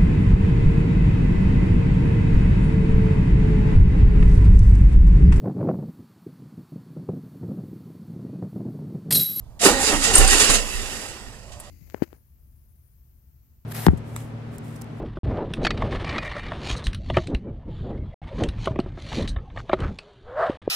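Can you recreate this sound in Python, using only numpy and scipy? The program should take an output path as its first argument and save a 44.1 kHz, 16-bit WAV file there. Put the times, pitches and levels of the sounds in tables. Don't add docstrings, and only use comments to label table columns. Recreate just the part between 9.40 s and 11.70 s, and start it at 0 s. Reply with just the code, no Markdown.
import sys
import numpy as np
from scipy import signal
from scipy.fft import rfft, irfft, next_fast_len
from scipy.io import wavfile
from scipy.ndimage import uniform_filter1d, map_coordinates

SR = 44100
rng = np.random.default_rng(int(sys.argv[2]) if len(sys.argv) > 2 else 0)


def output_pcm(signal):
    pcm = np.clip(np.atleast_2d(signal).T, -1, 1) * 32767
    wavfile.write(sys.argv[1], SR, np.round(pcm).astype(np.int16))


N = 101429

# freq_hz, relative_db
HISS_SPECTRUM = [(500,-57),(1100,-10),(1800,-6),(3200,-3.5),(4200,-3),(5800,-3),(7200,0),(8100,-2.5),(9000,-11),(11000,-15),(15000,-34)]


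def rush():
    # time_s, hiss_db, roar_db, fizz_db (each relative to its layer's gain)
    onset = [(.195,-39.5,-56,-61),(.215,-34,-39,-37.5),(.24,-22,-22.5,-31.5)]
    course = [(0.32, -29.5, -24.5, -44), (0.378, -31.5, -30.5, -50), (0.414, -29.5, -29, -34.5),
              (0.492, -23.5, -29.5, -38), (0.532, -31.5, -22.5, -40.5), (0.606, -33, -34, -43),
              (0.652, -21.5, -31, -34), (0.68, -24.5, -29.5, -45), (0.73, -29.5, -28, -40),
              (0.74, -23.5, -24, -30.5), (0.79, -24.5, -25, -26), (0.81, -24, -22.5, -33),
              (0.864, -25.5, -27, -38.5), (0.918, -22.5, -30, -30.5), (0.928, -21, -24, -29),
              (0.978, -24, -26.5, -35.5), (0.994, -23.5, -34, -32), (1.004, -17, -24, -31),
              (1.024, -20.5, -25, -29.5), (1.068, -24.5, -29, -36.5), (1.088, -23.5, -29, -46),
              (1.102, -21.5, -20.5, -29.5), (1.132, -26, -26.5, -32), (1.148, -22, -24.5, -30.5),
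              (1.176, -27, -31, -40), (1.232, -37, -36, -48.5), (1.38, -37.5, -42.5, -48.5),
              (1.404, -36.5, -39.5, -50), (1.672, -41.5, -41, -51.5), (1.732, -45, -45, -61),
              (2.004, -56, -52.5, -69.5), (2.1, -55.5, -56, -68.5)]
    # freq_hz, relative_db
    drain_spectrum = [(500,-40),(1100,-23),(1850,-1),(2150,-5),(2550,-0.5),(3300,-2.5),(4100,-5),(4700,-1.5),(5800,-2),(7200,-4.5),(8100,1),(8600,-22),(11000,-11.5),(15000,-25)]
    # freq_hz, relative_db
    fizz_spectrum = [(4000,-30),(7000,-2.5),(8700,-4.5),(10000,-5),(11000,-6.5),(12500,-23.5),(15000,-26)]
    # freq_hz, relative_db
    roar_spectrum = [(80,-19),(135,-10),(175,-5),(220,-2.5),(400,-1),(750,-5),(1050,-5.5),(1500,-6.5),(2200,-10.5),(5000,-39)]
    # freq_hz, relative_db
    thud_spectrum = [(25,-14),(50,1),(75,2),(100,-2.5),(125,-11.5),(180,-33.5)]
    start_s, open_s = 0.1912, 0.006
    drain_s, crossfade_s = 1.17, 0.06
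    t = clock()
    time_s, *levels_db = np.transpose(np.vstack([onset, course]))
    hiss_db, roar_db, fizz_db = [np.interp(t, time_s, db) for db in levels_db]
    flow = np.clip((t - start_s) / open_s, 0, 1) * sputter(rate_hz=87, depth_db=0.67)
    draining = np.clip((t - drain_s) / crossfade_s, 0, 1)
    hiss = np.sqrt(1 - draining) * amp(hiss_db + 5.5) * gas(HISS_SPECTRUM)
    drain = np.sqrt(draining) * amp(hiss_db + 4.5) * gas(drain_spectrum)
    fizz = amp(fizz_db + 11) * gas(fizz_spectrum)
    roar = amp(roar_db + 2) * gas(roar_spectrum)
    crackle = sputter(rate_hz=600, depth_db=0.5)
    thud = amp(roar_db - 10) * gas(thud_spectrum, piped=False)
    return flow * ((hiss + drain + fizz) * crackle + roar + thud)


def backfire():
    # freq_hz, relative_db
    crack_spectrum = [(500,-16),(2000,-23.5),(5000,-4),(7200,3),(8500,-3),(10000,3),(11500,-11),(15000,-14.5)]
    # freq_hz, relative_db
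    bang_spectrum = [(60,-12),(135,-29),(180,-2),(215,-5),(300,0),(450,-1),(800,-5.5),(1300,-8),(3000,-12.5),(7000,-16),(12000,-42)]
    start_s, lag_s = 0.2417, 0.0049
    crack = amp(-10) * burst(start_s, attack_s=0.0074, t60_s=0.23) * gas(crack_spectrum)
    bang = amp(-9) * burst(start_s + lag_s, attack_s=0.012, t60_s=0.23) * gas(bang_spectrum)
    return (crack + bang) * sputter(rate_hz=280, depth_db=2.0)


def boom():
    # start_s, level_db
    pushes = [(0.299,-33),(.533,-26.5),(0.692,-30.5),(0.783,-12.5),(1.09,-22),(1.162,-40),(1.346,-28.5)]
    # freq_hz, gain_db, t60_s
    modes = [(30.35,7,0.65),(50,1,0.18),(63.7,-12.5,0.73),(97.6,-12,.2)]
    ring = np.zeros(N)
    for start_s, level_db in pushes:
        for freq_hz, gain_db, t60_s in modes:
            envelope = amp(level_db + gain_db) * burst(start_s, attack_s=0.011, t60_s=t60_s)
            ring += envelope * np.sin(2 * np.pi * freq_hz * (clock() - start_s))
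    return filtered(ring, microphones)


def spits_and_puffs():
    # start_s, level_db
    spits = [(.738,-22),(.76,-23.5),(0.7797,-8.5),(2.198,-32.5)]
    # start_s, level_db
    puffs = [(0.213,-23),(.61,-27),(.926,-18.5),(1.003,-23.5),(1.098,-24),(2.117,-41.5),(2.243,-47)]
    # freq_hz, relative_db
    spit_spectrum = [(2000,-18),(6000,-24),(8400,2.5),(9200,-10),(9900,-5.5),(11000,-8),(15000,-28)]
    sharp = sum(amp(db) * burst(start_s, attack_s=0.0023, t60_s=0.054) for start_s, db in spits)
    soft = sum(amp(db) * burst(start_s, attack_s=0.0057, t60_s=0.174) for start_s, db in puffs)
    return sharp * gas(spit_spectrum) + soft * gas(HISS_SPECTRUM)


def hoots():
    # start_s, length_s, first_hz, last_hz, level_db, roughness_rad
    notes = [(0.207,0.061,685,742,-28.5,.5),(0.308,0.13,272.5,257,-31.5,.6),(0.318,0.11,545,537,-30.5,0.44),(0.321,0.14,830,792,-34,0.37),(0.31,0.14,1892,1867,-32,1.1),
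             (0.457,0.098,463.3,375.7,-32,0.59),(0.474,0.14,1863,1926,-32,1.3),(0.517,0.12,315,262.6,-30.5,.5),(.47,.1,880,723,-35,1.1),
             (0.653,0.094,495,387,-30.5,0.84),(0.662,.1,880,735,-35.5,0.94),(0.618,.11,1983,1847,-29,0.67),
             (0.778,0.099,788,770,-28.5,.4),(0.79,.07,1404,1373,-30,.5),(0.795,0.045,1760,1743,-30,.6),(0.888,0.067,1910,1883,-25.5,.5)]
    flutter_hz, flutter_db = 55, 2.5
    tones = np.zeros(N)
    for start_s, length_s, first_hz, last_hz, level_db, roughness_rad in notes:
        progress = np.clip((clock() - start_s) / length_s, 0, 1)
        pitch_hz = first_hz + (last_hz - first_hz) * progress
        phase = 2 * np.pi * np.cumsum(pitch_hz) / SR + roughness_rad * wobble(flutter_hz)
        arch = np.sqrt(2 * np.abs(np.sin(np.pi * progress)))
        tones += amp(level_db + flutter_db * wobble(flutter_hz)) * arch * np.sin(phase)
    return filtered(tones, microphones)


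def squeaks():
    # centre_s, pitch_hz, peak_db, half_length_s
    pips = [(0.7567,8615,-1,0.0031),(.768,8600,-18,.003),(.879,9030,-11,.0022)]
    tones = np.zeros(N)
    for centre_s, pitch_hz, peak_db, half_length_s in pips:
        t = clock() - centre_s
        envelope = amp(peak_db - 7.1 * np.abs(t / half_length_s) ** 3)
        tones += envelope * np.sin(2 * np.pi * pitch_hz * t)
    return tones


def whistle():
    # freq_hz, relative_db
    spectrum = [(2000,-35),(2400,-9),(2700,-1),(2900,-1),(3150,-12),(3600,-33)]
    on_s, off_s, fade_s = 0.75, 1.21, 0.046
    gate = np.clip(np.minimum(clock() - on_s, off_s - clock()) / fade_s, 0, 1)
    return amp(-28.5) * gate * gas(spectrum, piped=False)


def whoosh():
    # freq_hz, relative_db
    spectrum = [(250,-23),(480,-9.5),(600,8.5),(800,-4),(1100,-2),(1700,-20),(3000,-35)]
    return amp(-48) * burst(start_s=2.01, attack_s=0.1, t60_s=2.5) * gas(spectrum, piped=False)


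def rumble():
    # freq_hz, relative_db
    spectrum = [(20,-4),(45,4.5),(75,-1),(120,-3.5),(160,-10.5),(220,-16),(380,-26.5),(700,-21.5),(1050,-28),(1400,-36.5),(2200,-41),(7000,-42.5),(15000,-48)]
    return amp(-42.5) * gas(spectrum, piped=False)


def gas(spectrum, piped=True):
    # centre_hz, width_hz, lift_db
    resonances = [(212,30,5),(275,35,2),(400,40,2),(530,60,2),(790,70,3),(1320,120,1.5),(1890,170,4),(2780,330,6),(3780,180,3),(4850,300,4),(7220,220,1.5),(7980,200,3)]
    # freq_hz, coherence (0-1)
    coherence = [(30,0.85),(700,0.95),(1500,0.87),(4000,0.36),(7000,0.33),(10000,.62),(15000,0.23)]

    def colour(hz):
        lift_db = sum(db * np.exp(-2 * ((hz - centre) / width) ** 2) for centre, width, db in resonances)
        spread_rad = np.arccos(np.clip(along(coherence, hz), 0, 1)) / 2
        shares = np.array([np.cos(spread_rad), np.sin(spread_rad)])
        return amp(along(spectrum, hz) + lift_db * piped) * shares

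    mid, side = filtered(patchy(rng.standard_normal((2, N))), colour)
    return unit(filtered(np.array([mid + side, mid - side]), microphones))


def microphones(hz):
    # freq_hz, left_minus_right_db
    balance = [(30,-7.5),(100,-6),(300,-4),(700,-3.5),(1300,-7),(2700,-8.5),(4800,-7.5),(7200,-9.5),(8500,-2.5),(9800,8),(11500,0.5),(15000,0)]
    # freq_hz, left_lead_rad
    lead = [(30,1.5),(100,0.13),(900,0.54),(2400,2),(2950,2.1),(4000,1.5),(5200,10),(6300,9.4),(7200,12.6),(8200,17),(9000,18),(10700,21),(11500,24.5),(13000,27)]
    left = np.array([[1], [0]])
    gain = amp((left - 0.5) * along(balance, hz))
    gain /= np.sqrt(np.mean(gain ** 2, axis=0))
    return gain * np.exp(1j * left * along(lead, hz))


def patchy(x, depth_db=2.2):
    spectrogram = signal.stft(x, nperseg=1024)[2]
    patches = rng.standard_normal(spectrogram.shape[1:])
    patches = uniform_filter1d(patches, size=3, axis=0)
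    patches = uniform_filter1d(patches, size=7, axis=1)
    return signal.istft(spectrogram * amp(depth_db * unit(patches)))[1][:, :N]


def sputter(rate_hz, depth_db):
    return unit(amp(depth_db * wobble(rate_hz)))


def burst(start_s, attack_s, t60_s):
    t = clock() - start_s
    return np.clip(t / attack_s, 0, 1) * np.exp(-np.log(1000) * np.maximum(t - attack_s, 0) / t60_s)


def wobble(rate_hz):
    return map_coordinates(rng.standard_normal(8192), [clock() * rate_hz], mode="mirror")


def filtered(x, response):
    size = next_fast_len(N + SR // 2)
    return irfft(rfft(x, size) * response(np.fft.rfftfreq(size, 1 / SR)), size)[..., :N]


def along(points, hz):
    freq_hz, values = np.transpose(points)
    return np.interp(np.log(hz + 1), np.log(freq_hz + 1), values)


def amp(db):
    return 10 ** (np.asarray(db) / 20)


def unit(x):
    return x / np.sqrt(np.mean(x ** 2) + 1e-20)


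def clock():
    return np.arange(N) / SR


def scene():
    engine = rush() + whistle() + hoots() + backfire() + spits_and_puffs() + squeaks()
    return engine + boom() + whoosh() + rumble()


def record(dry):
    top_hz = 15400
    return filtered(np.clip(dry, -1, 1), lambda hz: hz < top_hz)


dry = scene()
out = record(dry)
output_pcm(out)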